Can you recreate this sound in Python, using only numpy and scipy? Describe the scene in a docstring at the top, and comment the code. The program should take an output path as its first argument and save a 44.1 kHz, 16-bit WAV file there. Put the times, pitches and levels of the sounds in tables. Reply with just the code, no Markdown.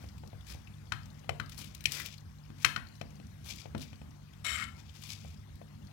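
"""In a humming kitchen with a short tail, a steel bowl of wet rice knocks on a pot rim over simmering gravy.
The bowl is a bank of damped modes with a short crack; a spoon scrapes it once, its slips ringing steel modes.
Rice pours in as clumped random splashes and patter, with single grains and drops as short spits of noise.
Motor lines, tiny bubbles and patchy broad noise lie underneath.
One microphone port is open; the other is covered: dull, late and hissing."""
import sys
import numpy as np
from scipy import signal
from scipy.fft import rfft, irfft, next_fast_len
from scipy.io import wavfile
from scipy.ndimage import uniform_filter1d

SR = 44100
rng = np.random.default_rng(int(sys.argv[2]) if len(sys.argv) > 2 else 0)


def inscribe(sig):
    """Save sig as 16-bit PCM at rate SR to the path in sys.argv[1].

    A 1-D sig is mono; a 2-D sig holds one channel per row.
    Samples are clipped to [-1, 1] before scaling.
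    """
    pcm = np.round(np.clip(np.atleast_2d(sig).T, -1, 1) * 32767)
    wavfile.write(sys.argv[1], SR, pcm.astype(np.int16))


N = 261072

# centres of the bowl's regions, in order boom, thump, body, wall, rim, lip, edge: centre_hz
REGION_CENTRES_HZ = [110, 240, 600, 1400, 2300, 3800, 8000]


def gain_of(db):
    """Amplitude factor of a level in dB."""
    return 10 ** (np.asarray(db) / 20)


def evened(x):
    """Scales a signal to an rms of 1."""
    return x / np.sqrt(np.mean(x ** 2) + 1e-20)


def read(points, hz):
    """Interpolates a curve of (Hz, value) along log frequency."""
    point_hz, value = np.transpose(points)
    return np.interp(np.log(hz + 1), np.log(point_hz + 1), value)


def add(mix, start_s, sound):
    """Lays a sound into the mix in place, cut at the end."""
    part = mix[round(start_s * SR):][:len(sound)]
    part += sound[:len(part)]


def colour(x, points, lag_s=0):
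    """Filters by a spectrum in dB, with an optional delay."""
    size = next_fast_len(len(x) + 4096)
    hz = np.fft.rfftfreq(size, 1 / SR)
    delay = np.exp(-2j * np.pi * hz * lag_s)
    return irfft(rfft(x, size) * gain_of(read(points, hz)) * delay, size)[:len(x)]


def resonate(x, hz, width_hz):
    """Two-pole resonance of gain 1 at its centre."""
    return signal.lfilter(*signal.iirpeak(hz, hz / width_hz, SR), x)


def gravel(count, per_s, spread_db):
    """Random clicks of either sign and uneven size, at most 4 spreads above the smallest."""
    size = gain_of(spread_db * np.minimum(rng.exponential(1, count), 4))
    sign = rng.choice([-1., 1.], count)
    return size * sign * (rng.random(count) < per_s / SR)


def background():
    """Patchy broad noise, random in time and frequency, that swells with the simmer."""
    # simmer and kitchen: time_s, level_db
    rumble = [(0.0, -46.5), (0.49, -48), (1.48, -46.5), (2.238, -50), (2.93, -47.5), (4.25, -49),
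              (4.6, -47), (5.01, -50), (5.92, -48.5)]
    # spectrum of the air: hz, relative level_db per Hz
    air_spectrum = [(20, -36), (37, -12), (55, 2), (80, 2), (125, -10.5), (210, -10), (300, -19.5),
                    (415, -27), (1050, -31.5), (2960, -37), (6000, -40.5), (9000, -45), (16400, -48.5)]
    frames = N // 256 + 5
    real, imaginary, patches = rng.standard_normal((frames, 513, 3)).T
    patches = uniform_filter1d(patches, 10, 0)  # smooth over frequency, then time
    patches = evened(uniform_filter1d(patches, 8, 1))
    cells = (real + 1j * imaginary) * gain_of(2.67 * patches)
    air = signal.istft(cells, nperseg=1024, noverlap=768)[1][:N]
    time_s, level_db = np.transpose(rumble)
    swell = gain_of(np.interp(np.arange(N) / SR, time_s, level_db))
    return swell * evened(colour(air, air_spectrum))


def hum():
    """Motor lines, each a steady tone in a narrow haze of twice-resonated noise."""
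    # motor lines: centre_hz, width_hz of each haze pass, level_db before the tone and haze shares
    motor_lines = [(100.7, 18, -52), (148, 5.6, -53), (198.6, 20, -63), (299, 15, -72)]
    out = np.zeros(N)
    steady = .65  # share of the tone; the haze has the rest
    for hz, width_hz, level_db in motor_lines:
        tone = np.sqrt(2) * np.sin(2 * np.pi * (hz * np.arange(N) / SR + rng.random()))
        haze = resonate(rng.standard_normal(N), hz, width_hz)
        haze = evened(resonate(haze, hz, width_hz))
        out += gain_of(level_db) * (steady * tone + (1 - steady) * haze)
    return out


def simmer():
    """Tiny bubbles burst at the surface, each a faint short ring."""
    t = np.arange(200) / SR
    bubbles = np.zeros(N)
    for hz in np.geomspace(900, 7500, num=12):
        pop = np.sin(2 * np.pi * hz * t) * t * np.exp(-t * hz / 6.8) * hz
        bubbles += signal.oaconvolve(gravel(N, per_s=6., spread_db=3.), pop)[:N]
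    return gain_of(-76) * evened(bubbles)


def pour(thickest_s, level_db, swell_s, thin_s, treble_db, slap_db):
    """Clumps of grains: wet splashes of many sizes in the low kilohertz, dry patter above, a dull slap below."""
    # spectrum laid over the wet drops: hz, relative level_db per Hz
    splash_spectrum = [(1120, -98), (1900, -13), (2390, 7), (2630, 0.5), (3620, 3), (3910, -1), (4940, 2),
                       (8000, -2), (10400, -97), (17600, -120)]
    fade_db = 20.  # lost over one swell or thin-out time
    patter_sag_db_per_s = 69  # later grains land wetter
    lead_s = min(thickest_s, .2)
    t = np.arange(-lead_s, .25, 1 / SR)
    envelope_db = level_db - fade_db * np.maximum(-t / swell_s, t / thin_s)
    clumps = gain_of(3.0 * evened(uniform_filter1d(rng.standard_normal(len(t)), 250)))
    drops = np.zeros(len(t))
    for hz in np.geomspace(1900, 7500, num=10):
        drops += resonate(gravel(len(t), per_s=200., spread_db=0.0), hz, 0.36 * hz)
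    splash = evened(colour(clumps * drops, splash_spectrum))
    grains = clumps * gravel(len(t), per_s=1900.0, spread_db=1.0)
    patter = evened(colour(grains, [(4000, 4.5), (7000, 3), (11000, 8.0), (16000, -0.5)]))
    slap = evened(colour(grains, [(300, -12.5), (900, -16), (2000, -0.5), (2700, -16)]))
    patter_gain = gain_of(treble_db - patter_sag_db_per_s * np.maximum(t, 0))
    rice = splash + patter_gain * patter + gain_of(slap_db) * slap
    return thickest_s - lead_s, gain_of(envelope_db) * rice * signal.windows.tukey(len(t), .1)


def regions(spot, hard_db, boom_db, thump_db):
    """Neighbouring spots share the power of the blow; a harder contact tilts it to the treble."""
    # what a blow drives, one row each for base, wall and rim: body_db, wall_db, rim_db, lip_db, edge_db, room_db
    spots = [(1.5, -44, -8, -20.5, -28, -13.5), (-27, 0.5, -10, -11, -17.5, -8),
             (-26, -25.5, 1.5, -6.5, -9, -11)]
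    share = np.maximum(1 - abs(np.clip(spot, 0, 2) - np.arange(len(spots))), 0)
    *upper_db, room_db = 10 * np.log10(share @ gain_of(spots) ** 2)
    tilt_db = hard_db * np.log2(np.array(REGION_CENTRES_HZ[2:]) / REGION_CENTRES_HZ[3])
    return [boom_db, thump_db, *(upper_db + tilt_db)], room_db


def knock(level_db, region_db):
    """The blow rings every mode by its region, inside a short crack of the many small modes between them."""
    # modes of the bowl, damped by rice and hand: nominal hz, relative level_db, t60_s
    bowl = [(110, 9, 0.059), (234, 13.5, 0.022), (306, -5, 0.066), (526, 20, 0.009), (706, 1.5, 0.039),
            (1254, 4.5, 0.016), (1488, 13, 0.0087), (1910, 12.5, 0.0098), (2500, 19, 0.008),
            (3062, 6, 0.027), (3800, 12, 0.0089), (4200, 12.5, 0.013), (5000, -20.5, 0.005),
            (5680, 5.5, 0.022), (6980, 16, 0.0076), (7550, 4, 0.013), (8250, -8, 0.018),
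            (9600, -28, 0.0098), (9700, -10.5, 0.0065)]
    # the many small modes: hz, level_db
    small_modes = [(200, -45), (800, 6.5), (9000, -2.5), (16000, -11.5)]
    t = np.arange(round(.2 * SR)) / SR
    drive = list(zip(REGION_CENTRES_HZ, region_db))
    detune, phase = rng.standard_normal((2, len(bowl), 1))
    hz, mode_db, t60_s = (column[:, None] for column in np.transpose(bowl))
    mode_db = mode_db + read(drive, hz)
    hz = hz * (1 + detune / 150)  # the grip detunes each mode a little
    modes = gain_of(mode_db - 60 * t / t60_s) * np.sin(2 * np.pi * hz * t + 3 * phase)
    ring = modes.sum(0)
    contact = 1 - np.exp(-(t / .002) ** 2)  # the force builds over the first moments
    noise = colour(colour(rng.standard_normal(len(t)), drive), small_modes)
    crack = contact * np.exp(-t / 0.004) * noise
    impulse = 1. * (np.arange(len(t)) == 200)
    spread = colour(colour(impulse, drive), small_modes)  # all directions together: no gaps
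    direct = contact * ring + gain_of(11.0) * crack
    direct = direct + 0.16 * np.roll(direct, round(.0034 * SR))  # the bowl chatters once on the rim
    to_room = 0.6 * contact * ring + gain_of(25) * spread
    return gain_of(level_db) * np.array([direct, to_room])


def tick(peak_db, hz, dryness):
    """A few milliseconds of spit: broad when the grain is dry, a soft ring when it is a drop."""
    t, dryness = np.arange(500) / SR, np.clip(dryness, 0, 1)
    spit = rng.standard_normal(500) * np.exp(-t / 0.0047) * (1 - np.exp(-t / 0.00016))
    grain = colour(spit, [(1000, -31), (3000, -9.5), (15000, -14.5)])
    drop = 1.4 * resonate(spit, hz, 0.13 * hz)
    spit = dryness * grain + (1 - dryness) * drop
    return gain_of(peak_db) * spit / abs(spit).max()


def room(x):
    """Sparse random taps that die at a rate set by frequency, with two early wall echoes."""
    # decay of the kitchen: hz, t60_s
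    kitchen = [(200, 0.44), (1300, 0.32), (3000, 0.37), (6000, 0.3), (12000, 0.44)]
    taps = np.zeros(SR)
    at = np.arange(300, SR - 20, 20) + rng.integers(0, 20, (SR - 301) // 20)
    taps[at] = rng.choice([-1., 1.], len(at))
    hz, t, cells = signal.stft(taps, SR, nperseg=256)
    decay = gain_of(-60 * t / read(kitchen, hz)[:, None])
    tail = signal.istft(cells * decay, SR, nperseg=256)[1]
    tail = tail / np.linalg.norm(tail)
    for echo_s, share in [(.009, 0.3), (.0135, 0.44)]:
        add(tail, echo_s, np.array([share]))
    return signal.fftconvolve(x, tail)[:N]


def scrape():
    """Dense slips of the spoon edge excite steel modes over a broad rasp; each mode catches and lets go."""
    # path of the spoon: time_s, level_db, slide from 0 at the rim to 1 down the wall
    path = [(4.442, -36.5, 0), (4.505, -37, 0), (4.585, -38.5, 0.74), (4.608, -37, 0.96),
            (4.644, -40, 0.97), (4.656, -54, 0.9), (4.69, -52.5, 1), (4.719, -73, 0.9)]
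    # rubbed steel: centre_hz, width_hz, rim_db, wall_db
    steel = [(680, 68, -7.5, -43), (1000, 69, -14, -57), (1310, 22, -28, -17), (1372, 30, -45, 8.5),
             (1470, 48, -33, -11), (1745, 51, -18, -5), (1910, 38, -15, -1), (2170, 49, 7.5, 7.5),
             (2510, 62, -6, -27), (3020, 46, 3.5, -5), (3100, 63, -6.5, -12), (3720, 130, 4, -28),
             (4200, 110, -23, -19), (5550, 78, 1.5, -23), (7140, 200, -0.5, -11), (7600, 64, 4, -4.5),
             (8620, 380, -15, -11), (10300, 270, -5.5, -24)]
    time_s, level_db, slide = np.transpose(path)
    t = np.arange(time_s[0], time_s[-1], 1 / SR)
    slips = evened(gravel(len(t), per_s=1500., spread_db=1.5))
    slide = np.clip(np.interp(t, time_s, slide), 0, 1)
    ring = np.zeros(len(t))
    for hz, width_hz, rim_db, wall_db in steel:
        catch = evened(uniform_filter1d(rng.standard_normal(len(t)), 600))
        mode_db = rim_db + slide * (wall_db - rim_db) + 3.2 * catch
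        ring += gain_of(mode_db) * evened(resonate(slips, hz, width_hz))
    rasp = evened(colour(slips, [(500, -89), (1200, 13.5), (6000, -1.5), (15000, -17)]))
    both = evened(evened(ring) + 0.6 * rasp)
    fade_in = np.minimum((t - time_s[0]) * 500, 1)  # 2 ms
    return time_s[0], gain_of(np.interp(t, time_s, level_db)) * both * fade_in


def scene():
    """Places bowl, spoon and rice close by, and sends a share of each to the kitchen walls."""
    # knocks of the loaded bowl: start_s, level_db, spot (0 base, 1 wall, 2 rim),
    # hardness_db per octave, boom_db, thump_db
    knocks = [(0.04, -48, 0.058, -0.5, -17, -2.5), (0.235, -48.5, 0.13, -3, -1, -3),
              (0.33, -47.5, 0.021, -5.5, 6, -25), (0.548, -50, 0.022, -3, 10, -16),
              (0.92, -24.5, 1, 0, -15, -26), (1.243, -53, 0.11, 3, -19, -17),
              (1.2918, -23, 0.043, 2.5, -10, -31), (1.398, -28.5, 1, -1, -14, -22),
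              (1.855, -22.5, 2.01, 1, -27, -23), (2.501, -53.5, 0.33, 2.5, -2, 5.5),
              (2.646, -14.5, 1.33, 1, -21.5, -31.5), (2.761, -24.5, 1.026, -1.5, -18, -26),
              (3.012, -32, 0.031, 3, -8, -20), (3.198, -50.5, 0.036, 3, -1, 4.5),
              (3.656, -40, 0.017, -0.5, -4, -27), (3.748, -37.5, 0.47, -0.5, -2, 6.5),
              (3.929, -46, 0.033, 3.5, 1, -9.5), (4.015, -48.5, 0.036, 1.5, 2, 0),
              (5.247, -48.5, 0.053, -2, -1, -11), (5.614, -46.5, 0.018, -3.5, -6, -27)]
    # clumps of falling rice: thickest_s, level_db of the splash there, swell_s, thin_out_s,
    # treble_share_db, slap_share_db
    pours = [(0.05, -65, 0.2, 0.057, -10, 2), (0.499, -50.5, 0.049, 0.1, -4, -9),
             (1.53, -53, 0.027, 0.033, -9, -6), (1.585, -49.5, 0.024, .2, 1.5, -35),
             (1.935, -42, 0.057, .14, -5, -20), (2.0, -46.5, 0.13, 0.071, -21, 4.5),
             (2.059, -44.5, .03, 0.056, -9, -20), (2.14, -50, 0.058, 0.018, -12, -24),
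             (2.635, -51, 0.069, 0.017, -7, -10), (3.46, -52, 0.0096, 0.11, 3.5, -37),
             (3.51, -43, 0.053, 0.047, -8, -48), (3.601, -50.5, 0.13, 0.077, -8, -30),
             (3.821, -52, 0.053, 0.11, -4.5, -32), (4.795, -58, 0.044, 0.035, -17, -10),
             (4.895, -61.5, 0.075, .04, -28, -24), (4.964, -56, 0.067, .06, -8, -11),
             (5.035, -51.5, 0.04, 0.033, -4, -16), (5.112, -43, 0.081, 0.051, -5, -33),
             (5.163, -56, 0.039, 0.14, -6.5, -20), (5.29, -60, 0.16, 0.13, -4.5, -22)]
    # the loudest single grains and drops: start_s, peak_db ahead of the ports, centre_hz, dryness 0-1
    ticks = [(0.087, -48.5, 5000, 0.3), (0.1805, -47.5, 2510, 0.7), (0.275, -45, 5630, 0.84),
             (0.409, -49.5, 3350, 0.3), (0.6724, -47, 2600, 0), (1.0311, -52, 5000, 0.3),
             (1.057, -47.5, 5930, 0.64), (1.46, -45, 4770, 0.63), (1.4945, -39.5, 2980, 0.98),
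             (1.5777, -34.5, 4700, 0.8), (1.6256, -40, 3000, 0.5), (1.7484, -33.5, 3960, 0.88),
             (1.807, -37, 2500, 0.73), (1.84, -35, 2500, 0.87), (1.92, -24.5, 3690, 0.94),
             (2.0594, -31, 3880, 0.9), (2.1797, -44.5, 4330, 0.4), (2.8693, -47.5, 4330, 0.2),
             (2.8866, -48.5, 4290, 0.5), (3.105, -53, 6300, 0.2), (3.155, -53, 5970, 0.3),
             (3.268, -53.5, 6000, 0.4), (3.445, -44, 5610, 1), (3.5588, -38, 2400, 0.95),
             (3.7788, -39, 3700, 0.55), (3.8162, -37, 4200, 0.62), (4.8946, -46, 3020, 0.1),
             (5.018, -43, 5000, 0.9), (5.555, -52, 3680, 1), (5.8703, -54, 5800, 0.2)]
    # what the kitchen throws back: hz, level_db
    walls = [(200, 15), (1500, 3.5), (4000, 1.5), (10000, -1.5)]
    strays, stray_db, stray_spread_db = 60, -52, 10.  # fainter grains, any time: count, loudest, range below
    near, sent = np.zeros((2, N))
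    rice = simmer()
    for row in pours:
        add(rice, *pour(*row))
    for start_s, level_db, *blow in knocks:
        region_db, room_db = regions(*blow)
        direct, to_room = knock(level_db, region_db)
        add(near, start_s, direct)
        add(sent, start_s, gain_of(room_db) * to_room)
    for start_s, *row in ticks:
        add(rice, start_s, tick(*row))
    for when, size, pitch, dryness in rng.random((strays, 4)):
        stray = tick(stray_db - stray_spread_db * size, 2500 + 4000 * pitch, .5 * dryness)
        add(rice, when * N / SR, stray)
    start_s, scraped = scrape()
    add(near, start_s, scraped)
    add(sent, start_s, gain_of(-11.5) * scraped)
    sent = colour(sent + gain_of(-14.5) * rice, walls)
    answer = np.array([room(sent), room(sent)])  # each port hears other walls
    return near + rice + background() + hum() + answer


def record(dry):
    """The covered port hears everything late and the treble faintly, over its own noise; then the band limit."""
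    # response of the open port: hz, level_db
    open_port = [(15, -42), (45, -13.5), (100, -1), (300, 0.5), (1000, 5), (5700, 5.5), (6300, 5),
                 (6900, 3.5), (16000, 3.5)]
    # response of the covered port: hz, level_db
    covered_port = [(15, -30), (45, -5.5), (200, -1), (500, -11), (1000, -17.5), (3000, -23.5), (7000, -35),
                    (16000, -37)]
    # spectrum of the covered port's own noise: hz, relative level_db per Hz
    self_noise = [(20, 5), (60, 31), (200, 17), (500, 5), (2000, -2.5), (7000, -12.5), (16000, -4.5)]
    covered_lag_s, self_noise_db, edge_hz = 0.00085, -63, 16100
    hiss = gain_of(self_noise_db) * evened(colour(rng.standard_normal(N), self_noise))
    covered = colour(dry[1], covered_port, covered_lag_s) + hiss
    ports = np.array([colour(dry[0], open_port), covered])
    band_limit = signal.firwin(511, edge_hz, window=("kaiser", 9), fs=SR)
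    return signal.oaconvolve(ports, band_limit[None], "same")


dry = scene()
out = record(dry)
inscribe(out)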